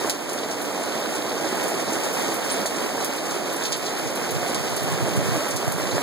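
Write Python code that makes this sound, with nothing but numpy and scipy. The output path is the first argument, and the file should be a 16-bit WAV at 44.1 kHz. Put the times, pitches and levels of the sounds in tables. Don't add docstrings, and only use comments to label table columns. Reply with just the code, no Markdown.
import sys
import numpy as np
from scipy import signal
from scipy.fft import rfft, irfft
from scipy.io import wavfile
from scipy.ndimage import uniform_filter1d

SR = 44100
rng = np.random.default_rng(int(sys.argv[2]) if len(sys.argv) > 2 else 0)


def materialize(psi):
    bounded = np.clip(np.atleast_2d(psi).T, -1, 1)
    quanta = np.round(bounded * 32767).astype(np.int16)
    wavfile.write(sys.argv[1], SR, quanta)


def nominal_scale(level):
    x = np.asarray(level, float) / 20
    return 10 ** x


N = 265482

SCATTER_DB = -22


def rms_one(x):
    return x / np.sqrt(np.mean(x ** 2) + 1e-20)


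def over_time(rows):
    start_s, value = np.transpose(rows)
    return np.interp(np.arange(N) / SR, start_s, value)


def coloured(x, points):
    table_hz, level_db = np.transpose(points)
    log_hz = np.log(np.fft.rfftfreq(N, 1 / SR) + 1)
    return irfft(rfft(x) * nominal_scale(np.interp(log_hz, np.log(table_hz), level_db)), N)


def drift(rate):
    r = np.exp(-80 * np.pi * rate / SR)
    slow = signal.lfilter([1], [1, -2 * r, r * r], rng.standard_normal(N // 40 + 2002))[2000:]
    return np.interp(np.arange(N) / 40, np.arange(len(slow)), rms_one(slow))


def ring(clicks, hz, t60):
    r = nominal_scale(-60 / (t60 * SR))
    w = 2 * np.pi * hz / SR
    return signal.lfilter([0, np.sin(w)], [1, -2 * r * np.cos(w), r * r], clicks + 1e-18)


def impacts(per_s, spread_db, clump_db):
    sizes = nominal_scale(spread_db * np.minimum(rng.exponential(1, N), 5)) * rng.choice([-1, 1], N)
    landed = rng.random(N) < per_s * nominal_scale(clump_db * drift(9)) / SR
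    return rms_one(sizes * landed)


def porch(x, t60):
    r = nominal_scale(-120 / (t60 * SR))
    delayed = np.roll(x, int(0.001 * SR))
    energy = signal.lfilter([1 - r], [1, -r], delayed ** 2)
    return np.sqrt(energy) * rng.standard_normal(N)


def wind():
    # start_s (moment of the peak), level_db (at the peak)
    gusts = [(3.72, -52), (3.85, -57), (4.06, -52), (4.22, -55), (4.36, -42.5), (4.58, -44.5), (4.73, -47),
             (4.83, -43.5), (4.92, -42.5), (5.03, -39), (5.18, -35.5), (5.28, -40), (5.35, -45),
             (5.55, -48), (5.69, -42), (5.75, -43), (5.84, -42), (5.95, -45.5)]
    # pitch_hz, level_db
    wind_colour = [(20, -30), (50, 0), (100, 14), (150, 18), (250, 4), (500, -51)]
    rise_db_per_s, fall_db_per_s, calm_db = 300, 163, -66
    t = np.arange(N) / SR
    gust_db = np.full(N, float(calm_db))
    for start_s, level_db in gusts:
        puff = np.minimum(rise_db_per_s * (t - start_s), fall_db_per_s * (start_s - t))
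        gust_db = np.maximum(gust_db, level_db + puff)
    lumpy = rng.standard_normal(N) * nominal_scale(1.4 * drift(26.0))
    return nominal_scale(gust_db + 15.0) * rms_one(coloured(lumpy, wind_colour))


def roof(roar_db):
    # pitch_hz, level_db
    roar_colour = [(40, -82), (100, -6.5), (200, -2), (300, 1), (450, -2.5), (700, -6.5), (1000, -18),
                   (1500, -28), (2500, -23.5), (5000, -57)]
    # start_s, level_db (at the peak), pitch_hz
    thuds = [(0.026, -16, 380), (0.045, -4.5, 383), (0.0735, -9, 563), (0.747, -13, 368),
             (1.021, -10.5, 596), (1.365, -8, 395), (1.444, -10, 570), (1.525, -7, 377), (1.655, -9, 620),
             (1.717, -8.5, 660), (2.244, -9.5, 676), (2.286, -9, 414), (2.541, -10, 740),
             (2.655, -6.5, 650), (2.979, -11, 624), (3.363, -10, 444), (4.1, -18, 501), (4.976, -8.5, 420),
             (5.076, -10, 587), (5.677, -9, 670), (5.781, -9, 393), (5.847, -21, 566), (5.889, -9, 450),
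             (5.967, -14, 430), (5.979, -3.5, 643)]
    hits = impacts(per_s=900, spread_db=3.5, clump_db=1.0)
    smeared = hits + 1.62 * porch(hits, t60=0.51)
    roar = nominal_scale(roar_db) * rms_one(coloured(smeared, roar_colour))
    for start_s, level_db, hz in thuds:
        at = int((start_s + 0.00108) * SR)
        t = np.arange(min(2000, N - at)) / SR
        tone = np.sin(2 * np.pi * hz * t) + 0.27 * np.sin(2 * np.pi * hz * 2.78 * t)
        onset = 1 - np.exp(-t / 0.00018)
        dying = nominal_scale(level_db - 8.5 - 60 * t * hz / 8.9)
        roar[at:at + len(t)] += dying * tone * onset
    return signal.sosfilt(signal.butter(2, 110, "high", fs=SR, output="sos"), roar)


def ice_ticks():
    hits = impacts(per_s=2500, spread_db=2.5, clump_db=2.5)
    pitch_of_hit = rng.integers(0, 12, N)
    total = np.zeros(N)
    for k, hz in enumerate(np.geomspace(900, 14000, 12)):
        total += (hz / 1000) ** 0.63 * ring(hits * (pitch_of_hit == k), hz, 6.8 / hz)
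    return rms_one(total)


def patter(tick_db):
    # pitch_hz, level_db
    front_colour = [(40, -36), (70, -42), (110, -0.5), (200, 8), (500, 10), (1000, 6), (2000, 1.5),
                    (3500, -1), (6000, -2), (9000, -3.5), (12000, -7.5), (15500, -11.5), (20000, -40)]
    # pitch_hz, level_db
    back_colour = [(60, -6), (200, -26), (500, -22), (1000, -9), (2000, -1), (3500, -6.5), (8000, -3),
                   (12000, -17), (20000, -9)]
    ticks = ice_ticks()
    front = 0.61 * ticks + 0.5 * porch(ticks, t60=0.32) + 0.57 * rng.standard_normal(N)
    back = 0.58 * porch(ticks, t60=0.39) + 0.68 * rng.standard_normal(N)
    front = coloured(front, front_colour)
    back = coloured(coloured(back, front_colour), back_colour)
    scale = nominal_scale(tick_db + 6 + 0.43 * drift(4.6)) / np.std(front)
    return scale * front, scale * back


def rail_ping():
    # pitch_hz, level_db, t60_s
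    rail_tones = [(9180, -28, .1), (9245, -26, .16), (9370, -28, .08), (9480, -29, .06), (10480, -33, .05)]
    start_s = 2.515
    clicks = np.zeros(N)
    clicks[int(start_s * SR)] = 0.6
    clicks[int((start_s + 0.006) * SR)] = 0.9
    return sum(nominal_scale(level_db) * ring(clicks, hz, t60) for hz, level_db, t60 in rail_tones)


def landings():
    # start_s, level_db (at the peak),
    # pitch_hz (colour), scatter_db
    cracks = [(0.0974, -3.5, 5040, -28.5), (0.1011, -12, 8900, -24), (0.3316, -15, 7800, -26),
              (0.71, -33, 6170, -31), (0.9212, -31, 4300, -18), (1.4698, -14, 3900, -25),
              (1.6808, -15, 7600, -24), (1.8005, -31, 4700, -15), (1.9274, -19, 6740, -19),
              (2.0369, -13.5, 5900, -24), (2.5008, -11, 5000, -24), (2.6599, -8, 5600, -24.5),
              (2.6733, -13, 7700, -33), (2.786, -16, 5000, -33), (3.0468, -7.5, 9200, -29),
              (3.1626, -16.5, 8000, -30), (3.3063, -17, 5800, -21), (3.5606, -21, 7800, -16),
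              (3.6204, -18, 4100, -19), (3.6387, -10.5, 5030, -32), (3.6518, -12, 4100, -20),
              (3.7223, -7, 4300, -21.5), (3.8594, -13.5, 4400, -20), (4.3077, -14, 9500, -25),
              (4.5464, -7.5, 5150, -28), (4.6488, -19, 7000, -28), (5.4717, -49, 5900, -25),
              (5.505, -18, 6300, -16), (5.5628, -11, 6400, -24), (5.722, -10.5, 8600, -33)]
    bounce_s, bounce_db = 0.0042, -8
    bounces = [(s + bounce_s, db + bounce_db, hz, SCATTER_DB) for s, db, hz, _ in cracks]
    count, low_hz, high_hz = 60, 3300, 10500
    small = []
    for k, (when, size, colour) in enumerate(rng.random((count, 3))):
        start_s = (k + when) * N / SR / count + 0.001
        level_db = -19 + 3 * (2 * size - 1)
        small.append((start_s, level_db, low_hz * (high_hz / low_hz) ** colour, SCATTER_DB))
    return list(cracks) + bounces + small


def near_stones():
    # start_s, level_db (at the peak), pitch_hz (colour), scatter_db
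    sprays = [
        (2.130, -22, 9500, -17),
        (2.339, -18, 10500, -17),
        (2.475, -19, 4000, -27),
        (4.291, -19, 4200, -22),
        (4.762, -20, 8500, -14),
    ]
    out = np.zeros(N + 6000)
    t = np.arange(6000) / SR
    dying = (nominal_scale(-60 * t / 0.025) + 0.6 * nominal_scale(-60 * t / 0.19)) * (t > 0.003)
    for start_s, level_db, hz, scatter_db in list(sprays) + landings():
        tail = rng.standard_normal(len(t)) * dying
        hit = nominal_scale(scatter_db + 8.5) * signal.lfilter([0.6], [1, -0.4], tail)
        hit[0] += 1.0
        hit[int(0.0036 * SR)] -= 0.2
        spread = 2 ** np.clip(0.85 + 0.03 * (level_db + 5), 0.25, 1)
        edges_hz = [hz * 1.08 / spread, min(hz * 1.1 * spread, 13500)]
        band = signal.butter(2, edges_hz, "band", fs=SR, output="sos")
        at = int(start_s * SR) - 3
        out[at:at + len(t)] += nominal_scale(level_db + 9) * signal.sosfilt(band, hit)
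    return out[:N]


def scene():
    # start_s, level_db
    storm = [(0.0, -28), (0.28, -32.5), (0.91, -30.5), (1.22, -31.5), (1.49, -29.5), (1.91, -30.5),
             (2.18, -28.5), (2.41, -30), (3.59, -32), (4.09, -31), (5.1, -29.5), (5.43, -29), (5.73, -31.5),
             (6.02, -28.5)]
    # start_s, level_db (gain of the ticks)
    facing = [
        (0.0, -2),
        (1.9, 0),
        (3.6, 0.83),
        (3.75, -1),
        (4.48, -0.3),
        (6.02, 0.16),
    ]
    roar_db = over_time(storm)
    tick_db = -36 + 0.84 * (roar_db - roar_db.mean()) + over_time(facing)
    roar = roof(roar_db)
    front, back = patter(tick_db)
    lead_s = 2e-5
    sooner = np.interp(np.arange(N) + lead_s * SR, np.arange(N), roar)
    return np.array([wind() + roar + front + rail_ping() + near_stones(), sooner + back])


def ducked(x):
    knee_db, share, recover_db_per_s, attack_s = -10, 0.4, 14, 0.0076
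    ramp = recover_db_per_s * np.arange(N) / SR
    peak_db = 20 * np.log10(np.abs(x).max(0) + 1e-9)
    over = share * np.maximum(peak_db - knee_db, 0)
    held = np.maximum.accumulate(over + ramp) - ramp
    r = np.exp(-1 / (attack_s * SR))
    return x * nominal_scale(-signal.lfilter([1 - r], [1, -r], held))


def masked(x):
    # pitch_hz, level_db (against the partner)
    masking = [(900, -19), (1400, -14), (3000, -10), (6000, -10.5), (9000, -10.5), (11000, -6.5),
               (14000, -5), (16000, -6)]
    # above_hz, share (of frames)
    top_drops = [(15000, .12), (15720, .9)]
    size, lead = 8, 214
    x = np.pad(x, ((0, 0), (lead, 0)))
    hz, _, z = signal.stft([x[0] + x[1], x[0] - x[1]], SR, "cosine", 2048, 1024)
    frames = z.shape[2]
    hz = hz[:, None]
    low_hz = hz[:1024]
    power = np.abs(z[:, :1024]) ** 2
    power = np.repeat(power.reshape(2, -1, size, frames).mean(2), size, axis=1)
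    table_hz, table_db = np.transpose(masking)
    limit = nominal_scale(2 * np.interp(np.log(low_hz + 1), np.log(table_hz), table_db))
    flutter = np.repeat(rng.standard_normal((1024 // (2 * size), frames)), 2 * size, axis=0)
    limit = limit * nominal_scale(-1.5 + 0.5 * low_hz / 1000 * flutter)
    bright = power[:, 140:].sum((0, 1))
    sharp = bright > 1.9 * uniform_filter1d(bright, size=21)
    z[:, :1024] *= (power > limit * power[::-1]) | sharp | (low_hz < 900)
    for above_hz, share in top_drops:
        z *= (hz < above_hz) | (rng.random(frames) > share) | sharp
    mid, side = signal.istft(z, SR, "cosine", 2048, 1024)[1][:, lead:lead + N] / 2
    return np.array([mid + side, mid - side])


def low_pass(x):
    return signal.sosfilt(signal.butter(12, 16000, fs=SR, output="sos"), x)


def record(dry):
    delay, right_db = 16, 2.5
    late = np.pad(dry, ((0, 0), (delay, 0)))[::-1, :N]
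    wide = (dry - late) * nominal_scale([[0], [right_db]])
    wide = signal.sosfilt(signal.cheby2(12, 45, 16250, fs=SR, output="sos"), wide)
    mix = masked(ducked(wide))
    return low_pass(mix)


dry = scene()
out = record(dry)
materialize(out)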